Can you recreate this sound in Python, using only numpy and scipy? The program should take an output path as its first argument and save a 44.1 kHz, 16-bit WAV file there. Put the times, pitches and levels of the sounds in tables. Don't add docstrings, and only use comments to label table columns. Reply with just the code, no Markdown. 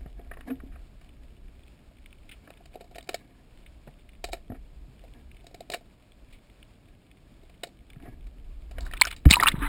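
import sys
import numpy as np
from scipy.fft import rfft, irfft, next_fast_len
from scipy.io import wavfile
from scipy.ndimage import map_coordinates

SR = 44100
rng = np.random.default_rng(int(sys.argv[2]) if len(sys.argv) > 2 else 0)


def digitize_waveform(pressure):
    field = np.atleast_2d(pressure).T
    bounded = np.clip(field, -1, 1)
    quanta = np.round(bounded * 32767).astype(np.int16)
    wavfile.write(sys.argv[1], SR, quanta)


N = 426888


def amp(db):
    return 10 ** (np.asarray(db) / 20)


def unit(x):
    return x / np.sqrt(np.mean(np.abs(x) ** 2) + 1e-20)


def along(points, at):
    f, v = np.transpose(points)
    return np.interp(np.log(at + 1), np.log(f + 1), v)


def curves(rows):
    s, *columns = np.transpose(rows)
    return [np.interp(np.arange(N) / SR, s, c) for c in columns]


def wobble(rate):
    knots = rng.standard_normal(int(N * rate / SR) + 4)
    return map_coordinates(knots, [np.arange(N) * rate / SR])


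def filtered(x, response):
    m = next_fast_len(N + SR // 2)
    f = np.fft.rfftfreq(m, 1 / SR)
    return irfft(rfft(x, m) * response(f), m)[..., :N]


def noise(spectrum):
    return unit(filtered(rng.standard_normal(N), lambda f: amp(along(spectrum, f))))


def ringing(modes):
    def response(f):
        h = 0
        for k, (centre, width, db) in enumerate(modes):
            resonance = 1j * f * width / (centre ** 2 - f ** 2 + 1j * f * width)
            h = h + (-1) ** k * amp(db) * resonance
        above = f / (1.68 * modes[-1][0])
        h = h / (1 - above ** 2 + 1.2j * above) ** 2
        return unit(abs(h)) * np.exp(1j * np.angle(h))
    return response


def chirps(s, db, hz, rise, t60, glide, length):
    t = np.arange(round(length * SR)) / SR
    s, db, hz, rise, t60 = (np.asarray(c)[:, None] for c in (s, db, hz, rise, t60))
    swell = np.sin(np.pi / 2 * np.clip(t / rise, 0, 1)) ** 2
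    decay = amp(db - 60 * np.maximum(t - rise, 0) / t60)
    tone = decay * swell * np.sin(2 * np.pi * hz * t * (1 + glide * t / t60 / 2))
    at = np.round(s * SR).astype(int) + np.arange(len(t))
    return np.bincount(at.ravel(), tone.ravel(), N + SR)[:N]


def swells(rows):
    t = np.arange(N) / SR
    power = 0
    for s, db, rise, fall in rows:
        side = np.where(t < s, rise, fall)
        power = power + amp(2 * db - 47.4 * ((t - s) / side) ** 2)
    return np.sqrt(power)


# t/s, rumble level/dB, wash level/dB
WATER_FLOW = [(0.0, -41, -60), (0.35, -44.5, -58.5), (0.57, -46, -56.5), (0.91, -48.5, -60.5),
              (1.51, -47.5, -59), (1.86, -52.5, -61.5), (2.13, -53, -61), (2.26, -46.5, -59.5),
              (2.56, -59, -60), (2.91, -49.5, -59.5), (3.18, -57.5, -59.5), (4.31, -48.5, -60.5),
              (5.69, -52.5, -58), (5.85, -60.5, -61.5), (6.52, -53, -60.5), (7.06, -60.5, -60.5),
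              (7.84, -54, -59), (8.17, -43.5, -57.5), (8.52, -42, -59.5), (8.74, -41.5, -57),
              (8.84, -35.5, -53), (9.27, -43.5, -57), (9.41, -45, -38.5), (9.68, -28.5, -51.5)]
# f/Hz, level/dB
RUMBLE_SPECTRUM = [(12, -34), (20, 4), (68, 0.5), (77, -15), (87, -22), (130, -22), (170, -65.5),
                   (290, -120)]
WASH_SPECTRUM = [(53, -24), (90, 1.5), (129, -0.5), (312, -6.5), (525, -16.5), (707, -18), (900, -30),
                 (1170, -65.5), (1980, -120)]
HISS_SPECTRUM = [(350, -14.5), (600, 3), (706, -3), (1210, -6), (1960, -9), (2380, -5), (2990, -8),
                 (5060, -12), (5900, -19), (7670, -51), (13000, -120)]
HISS_DB = -67.5


def water():
    rumble_db, wash_db = curves(WATER_FLOW)
    rumble = amp(rumble_db + 2.2 * wobble(9)) * noise(RUMBLE_SPECTRUM)
    wash = amp(wash_db + 0.5 * wobble(25) + 0.53 * wobble(36)) * noise(WASH_SPECTRUM)
    hiss = amp(HISS_DB + 0.78 * wobble(30) + 1.0 * wobble(3.03)) * noise(HISS_SPECTRUM)
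    return rumble + wash + hiss


# f/Hz, width/Hz, relative level/dB
SHELL_MODES = [(260.4, 46, 5), (464, 24, -7), (695, 18, -1.5), (1200, 91, -38), (1652, 46, -10),
               (2300, 100, -17), (3580, 210, -50.5)]
# peak t/s, level/dB, rise/s, fall/s
RUB_SWELLS = [(.02, -62, 0.056, 0.04), (.24, -60.5, 0.27, 0.39), (.495, -41.5, 0.042, 0.053),
              (.74, -62.5, 0.073, 0.047), (2.5, -68.5, 0.13, 0.29), (3.2, -64.5, 0.27, 0.35),
              (3.878, -50, .015, 0.024), (4.548, -51, 0.022, 0.028), (4.9, -64, .04, 0.046),
              (5.2, -63, .12, 0.048), (7.98, -57, 0.059, 0.11), (8.07, -45, 0.061, 0.085),
              (9.3, -56, 0.067, 0.11), (9.63, -43.5, 0.079, 0.055), (8.78, -56, 0.05, .1)]
RUB_REST_DB = -70.5
GROAN_S, GROAN_DB, GROAN_RISE_S, GROAN_T60_S = .493, [-24, -36], [0.031, 0.0055], [0.1, 0.16]


def rubbing():
    slips = unit(amp(4 * wobble(60) + 1.5 * wobble(18)) * rng.standard_normal(N))
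    friction = (swells(RUB_SWELLS) + amp(RUB_REST_DB)) * slips
    groan_hz = [mode[0] for mode in SHELL_MODES[:2]]
    groan = chirps([GROAN_S] * 2, GROAN_DB, groan_hz, GROAN_RISE_S, GROAN_T60_S, glide=0.019, length=.2)
    return filtered(friction, ringing(SHELL_MODES)) + groan


# t/s, level/dB
CLEAR_TICKS = [(0.5556, -50), (0.8684, -59), (1.0455, -44.5), (1.0908, -51), (1.2336, -52), (1.3728, -56),
               (1.458, -56), (1.6342, -54), (1.679, -52.5), (1.7187, -55), (1.7898, -53), (2.059, -42.5),
               (2.1274, -43.5), (2.5376, -50), (2.947, -43), (3.008, -43), (3.5734, -48), (4.0894, -47.5),
               (4.151, -49.5), (4.9921, -48), (5.1367, -45), (5.3138, -44), (5.3666, -46.5),
               (6.0237, -53.5), (6.1185, -49.5), (6.4986, -49), (6.6273, -42), (6.8843, -52.5),
               (7.1134, -47), (7.17, -53), (7.4135, -55), (7.6904, -50), (7.7702, -52), (7.7887, -51.5),
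               (7.9004, -41), (7.932, -44.5), (8.024, -48.5), (8.2084, -54), (8.9238, -38), (8.9745, -29),
               (9.1714, -56), (9.5284, -44)]
# t/s, level/dB, t60/s
LATCH_SCRAPES = [(2.291, -42, 0.035), (2.312, -41, .09), (2.571, -49.5, 0.027), (3.661, -48, 0.045),
                 (6.307, -56, .04), (6.323, -52, 0.14), (8.968, -35, 0.026), (8.997, -40, 0.039),
                 (9.017, -11, 0.019), (9.033, -29, 0.034), (9.074, -28.5, 0.043), (9.106, -34.5, .03),
                 (9.125, -35, 0.047), (9.324, -33, .08), (9.516, -30.5, 0.034)]
STRAY_DB, STRAY_SPREAD_DB = -62, 2.4
TICK_T60_S = 0.012


def ticks(count=320):
    when, size = rng.random((count, 2)).T
    clear_s, clear_db = np.transpose(CLEAR_TICKS)
    scrape_s, scrape_db, scrape_t60 = np.transpose(LATCH_SCRAPES)
    tick_t60 = TICK_T60_S * np.exp(0.37 * rng.standard_normal(len(clear_s) + count))
    t60 = np.append(scrape_t60, tick_t60)[:, None]
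    s = np.concatenate([scrape_s, clear_s, when * N / SR])
    stray_db = STRAY_DB - STRAY_SPREAD_DB * np.log(size + .03)
    db = np.concatenate([scrape_db, clear_db, stray_db])

    t = np.arange(SR // 10) / SR
    envelope = amp(db[:, None] - 60 * t / t60) * (1 - np.exp(-t / (0.021 * t60)))
    taps = envelope * rng.standard_normal((len(s), len(t)))
    at = np.round(s * SR).astype(int)[:, None] + np.arange(len(t))
    side_db = 4.1 * rng.standard_normal((len(s), 1))
    parts = ((0, LATCH_MODES + BUTTON_MODES[:1]), (-18 - side_db, DOOR_MODES), (-15 + side_db, BUTTON_MODES))
    out = np.zeros(N)
    for part_db, modes in parts:
        push = np.bincount(at.ravel(), (amp(part_db) * taps).ravel(), N + SR)[:N]
        out = out + filtered(push, ringing(modes))
    return out


# f/Hz, width/Hz, relative level/dB
WALL_MODES = [(393, 180, -10.5), (700, 68, -2.5)]
DOOR_MODES = [(1106, 103, 0.5), (1310, 150, 4.6), (1860, 156, 6.2)]
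LATCH_MODES = [(2220, 485, 0.3), (2524, 550, 0), (2933, 236, -1.5)]
BUTTON_MODES = [(3550, 176, -4.5), (3850, 320, 11), (4380, 750, 11), (4820, 1150, 7.5)]
# t/s, blow level/dB, wall level/dB, brightness/dB, contact time scale/s
HOUSING_CLICKS = [(0.0065, -62, -52, -12, 0.0033), (0.0599, -55, -41, -17, 0.0014),
                  (0.1923, -59.5, -40, -13, 0.003), (0.262, -70, -58, -17, 0.0032),
                  (0.3122, -49.5, -38.5, -30.5, 0.0028), (0.3337, -52, -56, -13, 0.0043),
                  (0.3697, -55, -42.5, -24, 0.0022), (0.4073, -46, -50, -13, 0.0018),
                  (0.475, -65, -42, -20, 0.0025), (0.4996, -47, -40.5, -15.5, 0.0057),
                  (0.6, -56.5, -60, -24, 0.0028), (0.6377, -72, -50, -5, 0.0018),
                  (0.715, -63, -68, -14, 0.016), (0.7555, -58.5, -50, -22, 0.0036),
                  (1.0102, -57.5, -58, -5, 0.0038), (1.9106, -85, -55, 0, 0.0026),
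                  (2.4734, -55.5, -49.5, -21, 0.0028), (2.5035, -45.5, -39.5, -4.5, 0.0013),
                  (2.6048, -69, -50, -7, 0.0045), (2.656, -51.5, -52, 1.5, 0.0022),
                  (2.7377, -56, -49, -1, 0.0053), (2.7551, -52.5, -32, 1, 0.002),
                  (2.806, -52, -40, 1.5, 0.0047), (2.8416, -63, -47, 6, 0.0021),
                  (2.91, -63, -47, 2, 0.0047), (2.9538, -48, -39, -1, 0.0057),
                  (2.9824, -37.5, -33.5, -2, 0.0014), (3.0265, -52.5, -54, 8, 0.001),
                  (3.0724, -55, -49, -1, 0.0021), (3.0899, -30.5, -27.5, -0.5, 0.0027),
                  (3.1304, -51, -50, 0, 0.0023), (3.1425, -30, -23.5, 3, 0.0022),
                  (3.873, -56, -40.5, -11, 0.0035), (4.2408, -30, -26, 2.5, 0.0019),
                  (4.2862, -52.5, -39, 0, 0.0038), (4.3176, -57, -53, 14, 0.012),
                  (4.3307, -29.5, -23.5, 0.5, 0.0016), (4.501, -66.5, -37, -35, 0.0018),
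                  (4.518, -60.5, -36, -27, 0.0025), (4.542, -60.5, -50, -16, 0.0067),
                  (5.038, -59.5, -42.5, 1, 0.0021), (5.442, -76, -46, 16, 0.0021),
                  (5.4665, -48.5, -45.5, 7, 0.0019), (5.5123, -68, -47, 10, 0.0016),
                  (5.5437, -44.5, -36.5, 2.5, 0.0017), (5.605, -50, -33.5, 8, 0.0021),
                  (5.6994, -34.5, -28.5, 4, 0.0014), (5.7161, -41, -36.5, 7.5, 0.0057),
                  (5.7339, -30.5, -39, -4.5, 0.0064), (5.7419, -36, -25.5, 6.5, 0.002),
                  (5.8083, -68, -50.5, 3, 0.003), (7.4313, -65, -52.5, 1, 0.0036),
                  (7.496, -58, -53, -1, 0.0029), (7.633, -32, -30, 2, 0.0031), (7.669, -59, -44, 9, 0.0037),
                  (7.9566, -64, -55, -19, 0.0029), (7.9989, -61, -58, -16, 0.0025),
                  (8.0531, -61, -47, -22, 0.0091), (8.082, -67, -48, -16, 0.0029),
                  (8.2666, -57, -59, -2, 0.0031), (8.7093, -51, -45, -1.5, 0.0037),
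                  (8.783, -37.5, -34, -9.5, 0.0018), (8.8068, -51.5, -48, 16, 0.0013),
                  (8.8266, -61.5, -61, 9, 0.0028), (8.849, -56, -55, 7, 0.012),
                  (8.866, -45, -41.5, -20, 0.00075), (8.9108, -54, -53, 3, 0.0031),
                  (8.9346, -31, -39, -10, 0.0017), (9.05, -28, -42, -5, 0.0014),
                  (9.0698, -27, -33, -4, 0.0016), (9.1113, -31.5, -59, -2, 0.0016),
                  (9.1635, -42.5, -63, 4.5, 0.00087), (9.2528, -30, -30.5, -11, 0.0027),
                  (9.288, -36, -49, -10, 0.0028), (9.2996, -24, -29, -3.5, 0.0014),
                  (9.3059, -19.5, -31, 11.5, 0.00073), (9.3093, -18.5, -26, 17, 0.00056),
                  (9.355, -30, -49, -4, 0.0035), (9.3988, -32, -29, -13, 0.0018),
                  (9.407, -45, -27, -7, 0.0015), (9.4324, -18.5, -39, -2, 0.002),
                  (9.4573, -27, -49, -18, 0.0014), (9.4705, -24.5, -46, -19.5, 0.001),
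                  (9.4733, -17.5, -55, -6.5, 0.0056), (9.4823, -26, -53, -10, 0.0035),
                  (9.6188, -39, -58, -24, 0.014)]
LATCH_DB, DOOR_DB, BUTTONS_DB = -0.5, -6, -2
DOOR_DULLS, BUTTONS_BRIGHTEN = 0.66, 1
RATTLE_DB, RATTLE_T60_S = -17, 0.13


def housing():
    t = np.arange(SR // 8) / SR
    s, level_db, wall_db, bright_db, contact = (c[:, None] for c in np.transpose(HOUSING_CLICKS))
    latch_db = level_db + LATCH_DB
    door_db = level_db + DOOR_DB - DOOR_DULLS * bright_db
    buttons_db = level_db + BUTTONS_DB + BUTTONS_BRIGHTEN * bright_db

    u = t / np.clip(contact, .0007, .03)
    blow = u * np.exp(1 - 1.439 * u)
    knots = rng.standard_normal((len(s), 40))
    where = np.broadcast_arrays(np.arange(len(s))[:, None], t * 300)
    ragged = map_coordinates(knots, where, order=1)
    rattle = amp(RATTLE_DB - 60 * t / RATTLE_T60_S + 3.3 * ragged) * (1 - np.exp(-u))
    force = blow + rattle
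    rough = rng.standard_normal(force.shape)

    at = np.round((s - .0012) * SR).astype(int) + np.arange(len(t))
    f = np.fft.rfftfreq(2 * len(t), 1 / SR)
    out = np.zeros(N + SR)
    parts = ((latch_db, LATCH_MODES, 50), (wall_db, WALL_MODES, 0),
             (door_db, DOOR_MODES, 50), (buttons_db, BUTTON_MODES, 50))
    for db, modes, lag in parts:
        ring = irfft(rfft(force * rough, 2 * len(t)) * ringing(modes)(f))[:, :len(t)]
        ring = ring * np.linalg.norm(force, axis=1, keepdims=True) / np.linalg.norm(ring, axis=1, keepdims=True)
        out = out + np.bincount(at.ravel() + lag, (amp(db) * ring).ravel(), N + SR)
    return out[:N]


# peak t/s, level/dB, rise/s, fall/s
FROTH_GUSHES = [(8.85, -62.5, .15, 0.28), (9.0, -59, 0.083, 0.18), (9.14, -57, 0.054, 0.018),
                (9.32, -30.5, 0.022, 0.05), (9.37, -49, .04, 0.033), (9.41, -33, .02, 0.023),
                (9.44, -38.5, .03, 0.026), (9.478, -25.5, 0.016, 0.018), (9.57, -50.5, .06, 0.13),
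                (9.635, -42, 0.056, 0.048), (9.67, -37.5, 0.035, .04)]


def froth(count=1500):
    start = FROTH_GUSHES[0][0] - 2 * FROTH_GUSHES[0][2]
    when, size = rng.random((count, 2)).T
    s = start + when * (N / SR - start)
    db = -4.5 * np.log(size + 0.005)
    hz = np.clip(1700 * np.exp(.4 * rng.standard_normal(count)), 700, 3300)
    crowd = chirps(s, db, hz, 2.0 / hz, 16 / hz, glide=0.45, length=.03)
    crowd = crowd / np.std(crowd[round(start * SR):])
    rush = noise([(500, -35.0), (900, 23), (2400, 6.5), (2900, 4), (4000, 9), (4500, -30), (5800, -27.0)])
    return swells(FROTH_GUSHES) * (crowd + amp(1.5 + 2.2 * wobble(70)) * rush)


# start t/s, nominal peak level/dB, starting f/Hz, t60/s
AIR_BUBBLES = [(0.059, -35.5, 135, 0.036), (0.635, -35.5, 254, 0.042), (.662, -42.5, 270, 0.12),
               (3.874, -41.5, 143, 0.13), (4.499, -28.5, 235, .053), (4.503, -31, 91.5, 0.078),
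               (4.519, -31, 253, 0.045), (4.528, -36.5, 270, 0.081), (4.881, -42.5, 125, 0.093),
               (7.965, -35, 138, 0.045), (8.083, -37, 110, 0.12), (8.865, -35, 1500, 0.018),
               (8.912, -34.5, 1840, 0.018), (9.013, -3.5, 4220, 0.01), (9.014, -11.5, 988, 0.027),
               (9.018, 1, 2210, 0.012), (9.044, -24, 1430, 0.013), (9.052, -18.5, 5340, 0.0057),
               (9.055, -20, 1480, 0.016), (9.2572, -7.5, 146, 0.092), (9.26, 1, 66, .11),
               (9.266, -13, 296, 0.045), (9.274, -24.5, 49.8, 0.52), (9.31, 5, 3660, 0.0062),
               (9.31, -0.5, 2130, 0.0081), (9.309, -7.5, 179, 0.019), (9.325, -13, 2930, .021),
               (9.329, -14, 3830, 0.015), (9.33, -7, 2570, .0083), (9.337, -6, 2470, 0.018),
               (9.342, -7.5, 2800, 0.0096), (9.34, -18.5, 1194, 0.047), (9.357, -13.5, 4000, 0.01),
               (9.368, -14, 972, 0.054), (9.389, -33, 1830, .015), (9.399, -14.5, 1900, .024),
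               (9.403, -21.5, 3470, .013), (9.41, -21, 4800, .0066), (9.426, -8.5, 1310, 0.026),
               (9.435, -9, 1090, 0.024), (9.459, -12, 1305, 0.027), (9.468, -20, 1240, .021),
               (9.469, -8.5, 2747, 0.046), (9.484, -18, 5570, 0.004), (9.485, -2.5, 3490, 0.01),
               (9.491, -19, 3800, 0.0091), (9.516, -25.5, 2080, 0.02), (9.54, -15.5, 147, 0.017),
               (9.579, -27, 131, 0.049), (9.619, -26.5, 282, 0.18), (9.664, -27.5, 2020, .041)]
RISE_1K_S, RISE_POWER = 0.0013, 0.41


def bubbles():
    s, db, hz, t60 = np.transpose(AIR_BUBBLES)
    rise = RISE_1K_S * (1000 / hz) ** RISE_POWER

    def tones(pick):
        chosen = [c[pick] for c in (s, db, hz, rise, t60)]
        return chirps(*chosen, glide=0.037, length=.2)

    return tones(hz < 500) + amp(1.7 * wobble(450)) * tones(hz >= 500)


def scene():
    return (water() + rubbing() + ticks() + housing() + froth() + bubbles())[None]


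HOLD_HZ, TOP_HZ = 12000, 16400


def record(dry):
    def anti_alias(f):
        return np.sin(np.pi / 2 * np.clip((HOLD_HZ / 2 + 60 - f) / 700, 0, 1))

    def hold_and_limit(f):
        hold = np.sinc(f / HOLD_HZ)
        return hold * (f < TOP_HZ) / np.sqrt(1 + (f / 15500) ** 40)

    smooth = filtered(dry, anti_alias)
    smooth = smooth / (1 + abs(smooth / .83) ** 4) ** (1 / 4)
    comb = 1 + 2 * np.cos(2 * np.pi * HOLD_HZ * np.arange(N) / SR)
    return filtered(smooth * comb, hold_and_limit)


dry = scene()
out = record(dry)
digitize_waveform(out)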